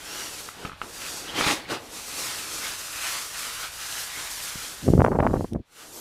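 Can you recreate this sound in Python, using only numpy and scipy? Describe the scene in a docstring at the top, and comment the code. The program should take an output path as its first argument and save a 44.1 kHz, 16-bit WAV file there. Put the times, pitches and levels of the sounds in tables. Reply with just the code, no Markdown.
"""A basement wall of fresh cement, rubbed in sweeps with a sponge float close to a mono microphone.
Sand grains hiss under the sponge and rattle its plastic plate, which knocks now and then on the wall.
The wet sponge sticks and slips in a faint whistle and brief squeaks; bare walls add a short tail.
Near the end a gust of air buffets the microphone with a loud, dull flutter and two thin ticks."""
import sys
import numpy as np
from scipy import signal
from scipy.fft import rfft, irfft
from scipy.io import wavfile
from scipy.ndimage import map_coordinates

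SR = 44100
rng = np.random.default_rng(int(sys.argv[2]) if len(sys.argv) > 2 else 0)


def to_wav(s):
    """Save 16-bit WAV."""
    ch = np.atleast_2d(s).T  # columns
    pcm = np.round(np.clip(ch, -1, 1) * 32767)  # PCM
    wavfile.write(sys.argv[1], SR, pcm.astype(np.int16))


N = 264732
TIME = np.arange(N) / SR


def undb(db):
    """Decibels to gain."""
    return 10 ** (np.asarray(db) / 20)


def unit(x):
    """Scale to rms 1."""
    return x / np.sqrt(np.mean(x ** 2))


def colour(x, points):
    """Filter x by a curve of (Hz, dB) points, to rms 1; clicks keep a sharp front and ring afterwards."""
    hz, db = np.transpose(points)
    freqs = np.maximum(np.fft.rfftfreq(4096, 1 / SR), 1)
    gain = undb(np.interp(np.log(freqs), np.log(hz), db))
    cepstrum = irfft(np.log(gain))
    half = len(cepstrum) // 2
    causal = np.r_[cepstrum[0], 2 * cepstrum[1:half], np.zeros(half)]
    response = irfft(np.exp(rfft(causal)))
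    return unit(signal.fftconvolve(x, response)[:N])


def walk(rate):
    """Smooth random drift at rms 1, changing about rate times a second."""
    knots = rng.standard_normal(8192)
    return unit(map_coordinates(knots, [TIME * rate], order=2, mode="wrap"))


def add(out, s, sound):
    """Mix a short sound in at time s."""
    start = int(s * SR)
    out[start:start + len(sound)] += sound[:N - start]


# Spectrum of the basement's still air: (frequency [Hz], relative level [dB])
AIR_SPECTRUM = [(25, 9.5), (80, 4), (160, -1.5), (330, -27), (600, -2), (1200, -3), (4000, -7),
                (12000, -42)]
# Dip of the room tone: (time [s], relative level [dB])
AIR_DIP = [(4.85, 9), (5.1, -23), (5.6, -10.5), (6, 5)]

def room_tone():
    """Still air all around the microphone; it sinks under the gust."""
    gain = undb(-58 + np.interp(TIME, *np.transpose(AIR_DIP)))
    return gain * colour(rng.standard_normal(N), AIR_SPECTRUM)


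def swell(t, s, rise_s, fall_s, roundness=1.64):
    """Gain of one sweep of the hand, peaking at time s; roundness 1 is pointed, 2 a bell."""
    away = np.abs(t - s) / np.where(t < s, rise_s, fall_s)
    return np.exp(-np.minimum(away, 10) ** roundness)


# Sweeps of the float, close to the microphone:
# (time of top speed [s], rise [s], fall [s], hiss [dB], rasp [dB], hollow [dB], drag [dB])
FLOAT_STROKES = [(0.197, 0.2, 0.1, -39.0, -43, -47, -45.5), (0.393, 0.349, 0.14, -40, -46.5, -67, -48),
                 (0.64, 0.073, 0.063, -48.5, -48, -49, -41), (0.823, 0.015, 0.13, -52, -63.5, -61, -45.5),
                 (1.07, 0.16, 0.23, -36.5, -43, -53.5, -47.0),
                 (1.305, 0.21, 0.21, -64, -44.5, -65.5, -42.5),
                 (1.388, 0.034, 0.15, -37.5, -26.0, -47.5, -29.5),
                 (1.492, 0.037, 0.059, -32, -30.5, -43, -28),
                 (1.719, 0.029, 0.048, -42.5, -32.5, -38, -29.5),
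                 (1.821, 0.056, 0.12, -56, -71, -69.5, -44), (1.977, 0.055, 0.041, -40, -46.0, -53, -47),
                 (2.176, 0.21, 0.14, -35.5, -41.5, -57.5, -47), (2.238, 0.07, 0.41, -34.5, -38, -48, -46.0),
                 (2.545, 0.056, 0.092, -34.5, -52.5, -48.5, -45.5),
                 (2.658, 0.053, 0.13, -34.0, -36, -64, -50.5),
                 (2.79, 0.038, 0.6, -38.5, -56.0, -51.5, -56.5), (3.085, 0.16, 0.11, -33.5, -33, -45, -68),
                 (3.18, 0.046, 0.16, -35, -43, -47, -51.5), (3.391, 0.059, 0.2, -34.5, -37.5, -57, -61),
                 (3.636, 0.17, 0.049, -38.5, -39.5, -46, -53),
                 (4.004, 0.3, 0.096, -34.5, -39.5, -48, -54.5), (4.193, 0.051, 0.068, -38, -43, -44, -48),
                 (4.449, 0.49, 0.23, -35.5, -41, -53, -58), (4.653, 0.064, 0.22, -38.5, -47, -52, -50.5),
                 (4.85, 0.053, 0.25, -47.5, -59, -74, -54), (5.415, 0.25, 0.083, -52, -59, -75, -59),
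                 (5.817, 0.072, 0.062, -47, -51.0, -53.5, -53.5),
                 (6.066, 0.16, 0.112, -41, -62, -72.5, -42.0)]

def strokes():
    """Gains of hiss, rasp, hollow and drag follow the hand's speed; overlapping strokes add in power."""
    rows = np.array(FLOAT_STROKES)
    t = TIME[::40]
    speed = np.array([swell(t, *row[:3]) for row in rows])
    return [np.interp(TIME, t, np.sqrt(undb(db) ** 2 @ speed ** 2)) for db in rows[:, 3:].T]


def grains(rate, spread_db):
    """Sand grains catch and slip: random clicks of uneven size, about rate a second."""
    hit = rng.random(N) < rate / SR
    polarity = np.sign(rng.standard_normal(N))
    return hit * polarity * undb(spread_db * np.clip(rng.standard_normal(N), -3, 3))


# Modes of the float's plate: (frequency [Hz], width [Hz], relative level [dB])
PLATE_MODES = [(735, 120, -16), (950, 80, -5.5), (1226, 510, -16), (1480, 200, -18), (2420, 350, -2),
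               (2770, 710, 29), (3300, 160, -25), (4020, 150, -34)]

def plate(x):
    """The plastic plate rings in its damped modes."""
    return sum(undb(db) * signal.lfilter(*signal.iirpeak(hz, hz / width, fs=SR), x)
               for hz, width, db in PLATE_MODES)


def wall_echo(x, lag_s=0.000825, echo_db=-13, dull_hz=6000):
    """The pad's faces radiate in opposite phase; the wall returns the rear one late and duller."""
    lag = lag_s * np.exp(0.19 * walk(rate=4))  # the drifting lag gives a moving, hollow colour
    late = map_coordinates(x, [(TIME - lag) * SR], order=3)
    return x - undb(echo_db) * signal.sosfilt(signal.butter(1, dull_hz, fs=SR, output="sos"), late)


# Friction spectra of fine sand, coarse sand and pad, close up: (frequency [Hz], relative level [dB])
HISS_SPECTRUM = [(1500, -13.5), (2800, -9), (4200, -3.5), (5800, -1), (8000, -2), (10500, -4),
                 (13000, -7.5), (15300, -15.5)]
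RASP_SPECTRUM = [(400, -14), (700, -7.5), (950, -2), (1300, 2), (2000, 0), (3000, -2), (4500, -3.5),
                 (8000, -25.5)]
DRAG_SPECTRUM = [(30, -18), (60, -33), (100, -7.5), (200, -2.5), (310, 2.5), (470, 2.5), (660, -3.5),
                 (870, -1.5), (1200, -8.5), (2000, -42.5)]

def rubbing(hiss_gain, rasp_gain, press):
    """Fine sand hisses, coarse sand rasps and rings the plate, the pressed pad drags underneath."""
    catch = walk(rate=51)  # the whole pad grips and lets go unevenly
    fine = colour(grains(rate=20000, spread_db=0.5), HISS_SPECTRUM) * undb(0.89 * catch)
    rattle = unit(plate(grains(rate=2100, spread_db=14)))
    coarse = colour(grains(rate=7000, spread_db=1.5), RASP_SPECTRUM)
    flicker_db = 1.07 * walk(rate=48) + 1.44 * walk(rate=18)
    rasp = unit(coarse + undb(-10.5) * rattle) * undb(flicker_db + 1.3)
    drag = colour(grains(rate=2500, spread_db=4.5), DRAG_SPECTRUM) * undb(0.93 * catch - 1.0)
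    smother = np.clip(press / undb(-32), 0, 1)  # bearing down hard smothers the finest hiss
    dull = signal.sosfilt(signal.butter(1, 5500, fs=SR, output="sos"), fine)
    hiss = fine + smother * (undb(9.5) * dull - fine)
    return wall_echo(hiss * hiss_gain + rasp * rasp_gain) + drag * press


# The hollow under the plate tightens as the hand tilts it: (time [s], resonance [Hz])
HOLLOW_TUNING = [(.2, 1498), (2.25, 1261), (3.15, 1256), (3.62, 1407), (3.95, 1586), (4.6, 1593),
                 (5.8, 1403)]

def hollow(width_hz=480, upper_ratio=2.05, upper_db=-5):
    """Sand noise in the two broad, moving resonances under the plate."""
    hz = np.interp(TIME, *np.transpose(HOLLOW_TUNING))
    phase = 2 * np.pi * np.cumsum(hz) / SR
    lower, upper = (walk(width_hz) * np.sin(ratio * phase) + walk(width_hz) * np.cos(ratio * phase)
                    for ratio in (1, upper_ratio))
    return lower + undb(upper_db) * upper


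def glide(s, half_s, top_hz, slowing=.21):
    """Passing rate of the pores and gain in one glide: both arch with the hand's speed."""
    away = np.minimum(((TIME - s) / half_s) ** 2, 10)
    return top_hz * np.exp(-slowing * away), np.exp(-away ** 2)


# Light glides over the wall: (time of top speed [s], half length [s], top passing rate [Hz], level [dB])
LIGHT_GLIDES = [(.2, .19, 2920, -58), (1.89, .13, 2750, -59), (5.99, .11, 2960, -48)]
# Bands in which the pores sing: (multiple of the passing rate [ratio], relative level [dB])
PORE_BANDS = [(2.15, -3), (2.4, -3), (2.62, 0), (2.75, -3), (3.55, -4), (3.8, -1), (4, 0), (4.2, -1),
              (4.45, -2), (4.7, -2), (4.9, -5)]

def pores():
    """The sponge's pore pattern gives faint, thin bands that rise and fall with the hand's speed."""
    bands = [(multiple, undb(db) * (1.5 + walk(rate=70))) for multiple, db in PORE_BANDS]
    rms = np.sqrt(sum(np.mean(band ** 2) for _, band in bands) / 2)
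    out = np.zeros(N)
    for s, half_s, top_hz, db in LIGHT_GLIDES:
        hz, gain = glide(s, half_s, top_hz)
        on = np.abs(TIME - s) < 2 * half_s
        phase = 2 * np.pi * np.cumsum(hz[on]) / SR
        singing = sum(band[on] * np.sin(multiple * phase) for multiple, band in bands) / rms
        out[on] += undb(db) * gain[on] * singing
    return out


def whistle(overtone_db=2):
    """The wet sponge sticks and slips in a thin, unsteady tone that arches with the first glide."""
    hz, gain = glide(*LIGHT_GLIDES[0][:3])
    phase = 2 * np.pi * np.cumsum(hz * (1 + .012 * walk(rate=200))) / SR
    tone = np.sin(phase) + undb(overtone_db) * gain * np.sin(2 * phase)  # brightest at top speed
    return undb(-50.5) * gain * tone * (1.35 + .55 * walk(rate=80))


def basement(x, t60_s=0.22, wet_db=-9):
    """Bare walls return a short, diffuse tail behind the close sound."""
    t = np.arange(SR // 2) / SR
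    tail = rng.standard_normal(len(t)) * np.exp(-np.log(1000) * t / t60_s) * (t > .004)
    return x + undb(wet_db) * signal.fftconvolve(x, tail / np.linalg.norm(tail))[:N]


# The plate meets the wall, close by: (time [s], level [dB], thump relative to the knock [dB])
PLATE_KNOCKS = [(0.4882, -23.5, -18), (0.65, -21.5, 5.5), (0.654, -23, -28), (0.675, -32, 2),
                (0.696, -25, -10), (.718, -26.5, -7), (0.732, -31, 0.5), (.816, -15, -34),
                (1.342, -29.5, 3), (1.41, -11, -9), (1.466, -13.5, 0.5), (4.174, -37, 3),
                (4.556, -35.5, 15)]

def knocks(slap_hz=1300, slap_s=0.0018, thump_hz=170, thump_s=0.0016, crunch_s=0.0057, cushion_hz=3200):
    """Each knock is a short slap, a crunch of sand, the ring of the plate and a soft thump of the pad."""
    t = np.arange(SR // 10) / SR
    ring = plate(signal.unit_impulse(len(t)))
    slap = np.sin(2 * np.pi * slap_hz * t) * np.exp(-t / slap_s)
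    tock = slap + undb(-6) * ring / np.abs(ring).max()
    thump = np.sin(2 * np.pi * thump_hz * t) * np.exp(-t / thump_s)
    sand_band = signal.butter(2, [1700, 3100], "bandpass", fs=SR, output="sos")
    out = np.zeros(N)
    for s, db, thump_db in PLATE_KNOCKS:
        crunch = unit(signal.sosfilt(sand_band, rng.standard_normal(len(t)))) * np.exp(-t / crunch_s)
        add(out, s, undb(db) * (tock + undb(-15) * crunch + undb(thump_db) * thump))
    # the sponge cushions every contact
    return signal.sosfilt(signal.butter(2, cushion_hz, fs=SR, output="sos"), out)


# Brief squeaks of the sponge on the wall: (time [s], length [s], pitch [Hz], level [dB])
SPONGE_SQUEAKS = [(1.296, 0.018, 3140, -35.5), (1.388, 0.057, 3160, -35), (1.654, 0.014, 2240, -42.5),
                  (2.647, .04, 2140, -41), (3.026, 0.12, 2455, -39.5), (4.16, 0.065, 2080, -42.5)]

def squeaks():
    """For a moment the pad sticks and slips at a roughly steady rate."""
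    tones = (undb(db) * np.exp(-2 * ((TIME - s) / length) ** 2) * np.sin(2 * np.pi * hz * TIME)
             for s, length, hz, db in SPONGE_SQUEAKS)
    return np.sqrt(2) * walk(rate=420) * sum(tones)


# Air right on the microphone: (start [s], length [s], rumble [dB], flutter at mid-puff [dB])
AIR_PUFFS = [(4.857, 0.587, -23, -43), (5.529, .06, -27.5, -53)]

def puffs(attack_s=.014, release_s=.011, sag_db_per_s=10.5, arch_db=13.5):
    """Gains of rumble and flutter: within each puff the rumble sags while the flutter arches."""
    rumble, flutter = 0, 0
    for start, length, rumble_db, flutter_db in AIR_PUFFS:
        age = TIME - start
        held = np.clip(age, 0, length)
        gate = np.exp(np.minimum(age, 0) / attack_s - np.maximum(age - length, 0) / release_s)
        rumble += gate * undb(rumble_db - sag_db_per_s * held)
        flutter += gate * undb(flutter_db - arch_db * (2 * held / length - 1) ** 2)
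    return rumble, flutter


def small_eddies(flutter_gain, count=130, over_db=7, centre_hz=680, brighten=0.026, scatter_db=3):
    """Stronger flutter sheds louder, brighter eddies: (time [s], level [dB], centre [Hz])."""
    jitter, size, pitch = rng.standard_normal((count, 3)).T
    last_start, last_length = AIR_PUFFS[-1][:2]
    times = np.linspace(AIR_PUFFS[0][0], last_start + last_length, count) + .003 * jitter
    db = 20 * np.log10(np.interp(times, TIME, flutter_gain))
    hz = centre_hz * np.exp(.2 * pitch + brighten * (db - np.median(db)))
    return list(zip(times, db + over_db + scatter_db * np.clip(size, -2, 1), hz))


# The strongest eddies to hit the microphone: (time [s], level [dB], centre [Hz], wake length [s])
STRONG_EDDIES = [(4.8803, -12, 430, 0.0023), (4.887, -6, 359, 0.003), (4.904, -8, 241, .005),
                 (4.937, -2, 370, 0.0052), (4.953, -7, 234, 0.0031), (4.979, -5.5, 378, 0.0047),
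                 (4.991, -8, 160, 0.0049), (4.997, -7, 526, 0.0089), (5.006, -17, 885, 0.0017),
                 (5.019, -3, 780, 0.0022), (5.0437, -13, 696, 0.0016), (5.048, -2, 990, 0.0033),
                 (5.065, -13.5, 800, 0.013), (5.083, -9, 616, 0.0051), (5.121, -15, 710, 0.017),
                 (5.155, -13.5, 560, 0.014), (5.189, -6.5, 650, .004), (5.199, -10.5, 600, .004),
                 (5.204, -10.5, 1400, 0.0047), (5.229, -12.5, 780, .012), (5.249, -17.5, 700, 0.014),
                 (5.267, -6, 946, .004), (5.272, -10.5, 1230, 0.0034), (5.29, -19.5, 380, .03),
                 (5.34, -7, 500, 0.011), (5.36, -21.5, 420, 0.016), (5.396, -22, 427, 0.0028),
                 (5.410, -18.5, 483, .005), (5.445, -17, 600, 0.0045), (5.524, -29.5, 300, 0.0021),
                 (5.549, -24, 400, 0.0055), (5.562, -17, 402, 0.0024)]

def eddies(flutter_gain):
    """Each eddy, strong or small, passes the microphone as one swing of pressure."""
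    reach = SR // 50
    t = np.arange(-reach, reach) / SR
    out = np.zeros(N)
    for s, db, hz, *_ in STRONG_EDDIES + small_eddies(flutter_gain):
        passage = np.pi * hz * t  # a small eddy passes faster and sounds brighter
        swing = passage / (1 + passage ** 2 / 5) ** 6
        add(out, s - reach / SR, undb(db) * rng.choice([-1, 1]) * swing / swing.max())
    return out


def wakes(front_share=0.49, growth_db_per_db=0.51, split_hz=398):
    """Gains of rumble and flutter in the churned air at each strong eddy: steep front, longer trail."""
    rumble, flutter = np.zeros(N), np.zeros(N)
    t = np.arange(-SR // 20, SR // 20) / SR
    for s, db, hz, length in STRONG_EDDIES:
        width_s = np.where(t < 0, front_share * length, length)
        wake = undb(growth_db_per_db * db) * np.exp(-(t / width_s) ** 2)
        slow = 1 / (1 + (hz / split_hz) ** 3)  # slow eddies stir mostly rumble, fast ones flutter
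        add(rumble, s + t[0], undb(-11) * slow * wake)
        add(flutter, s + t[0], undb(-19) * (1 - slow) * wake)
    return rumble, flutter


# Spectra of wind on the microphone: (frequency [Hz], relative level [dB])
RUMBLE_SPECTRUM = [(20, -17), (42, 3), (75, 4), (150, 1.5), (300, -2.5), (500, -14.5), (800, -24.5),
                   (1500, -71)]
FLUTTER_SPECTRUM = [(200, -1), (500, 1.5), (850, -2), (1300, -10), (2000, -23), (3000, -33.5),
                    (5000, -59.5)]

def gust():
    """Turbulent air on the microphone port: a flapping rumble, a flutter and passing eddies."""
    rumble = unit(colour(rng.standard_normal(N), RUMBLE_SPECTRUM) * undb(3 * walk(rate=75)))
    flutter = unit(colour(rng.standard_normal(N), FLUTTER_SPECTRUM) * undb(4 * walk(rate=160)))
    rumble_gain, flutter_gain = np.add(puffs(), wakes())
    return rumble * rumble_gain + undb(-2) * flutter * flutter_gain + eddies(flutter_gain)


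# Overload crackle, then grit, during the gust: (time [s], level [dB])
GUST_TICKS = [(5.048, -25), (5.534, -29.5)]

def ticks(decay_s=0.00053):
    """Two thin, sharp ticks in the gust: a crackle of overload on a loud eddy, then a tick of grit."""
    t = np.arange(SR // 100) / SR
    tones = sum(np.sin(2 * np.pi * hz * t) for hz in (3700, 5600, 9000))
    out = np.zeros(N)
    for s, db in GUST_TICKS:
        add(out, s, undb(db) * tones / 2 * np.exp(-t / decay_s))
    return out


def scene():
    """The float sounds in the room; the gust acts on the microphone alone and has no tail."""
    still_air = room_tone()
    hiss_gain, rasp_gain, hollow_gain, press = strokes()
    friction = undb(-0.72) * rubbing(hiss_gain, rasp_gain, press) + hollow_gain * hollow()
    sponge_float = friction + pores() + whistle() + squeaks() + knocks()
    mono = basement(sponge_float) + gust() + ticks() + still_air
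    return np.array([mono, mono])


def record(dry, low_hz=32, top_hz=15450):
    """The recorder drops the deepest rumble, rounds the highest peaks and cuts the top."""
    rounded = np.tanh(signal.sosfilt(signal.butter(2, low_hz, "highpass", fs=SR, output="sos"), dry))
    return signal.sosfilt(signal.ellip(10, .1, 80, top_hz, fs=SR, output="sos"), rounded)


dry = scene()
out = record(dry)
to_wav(out)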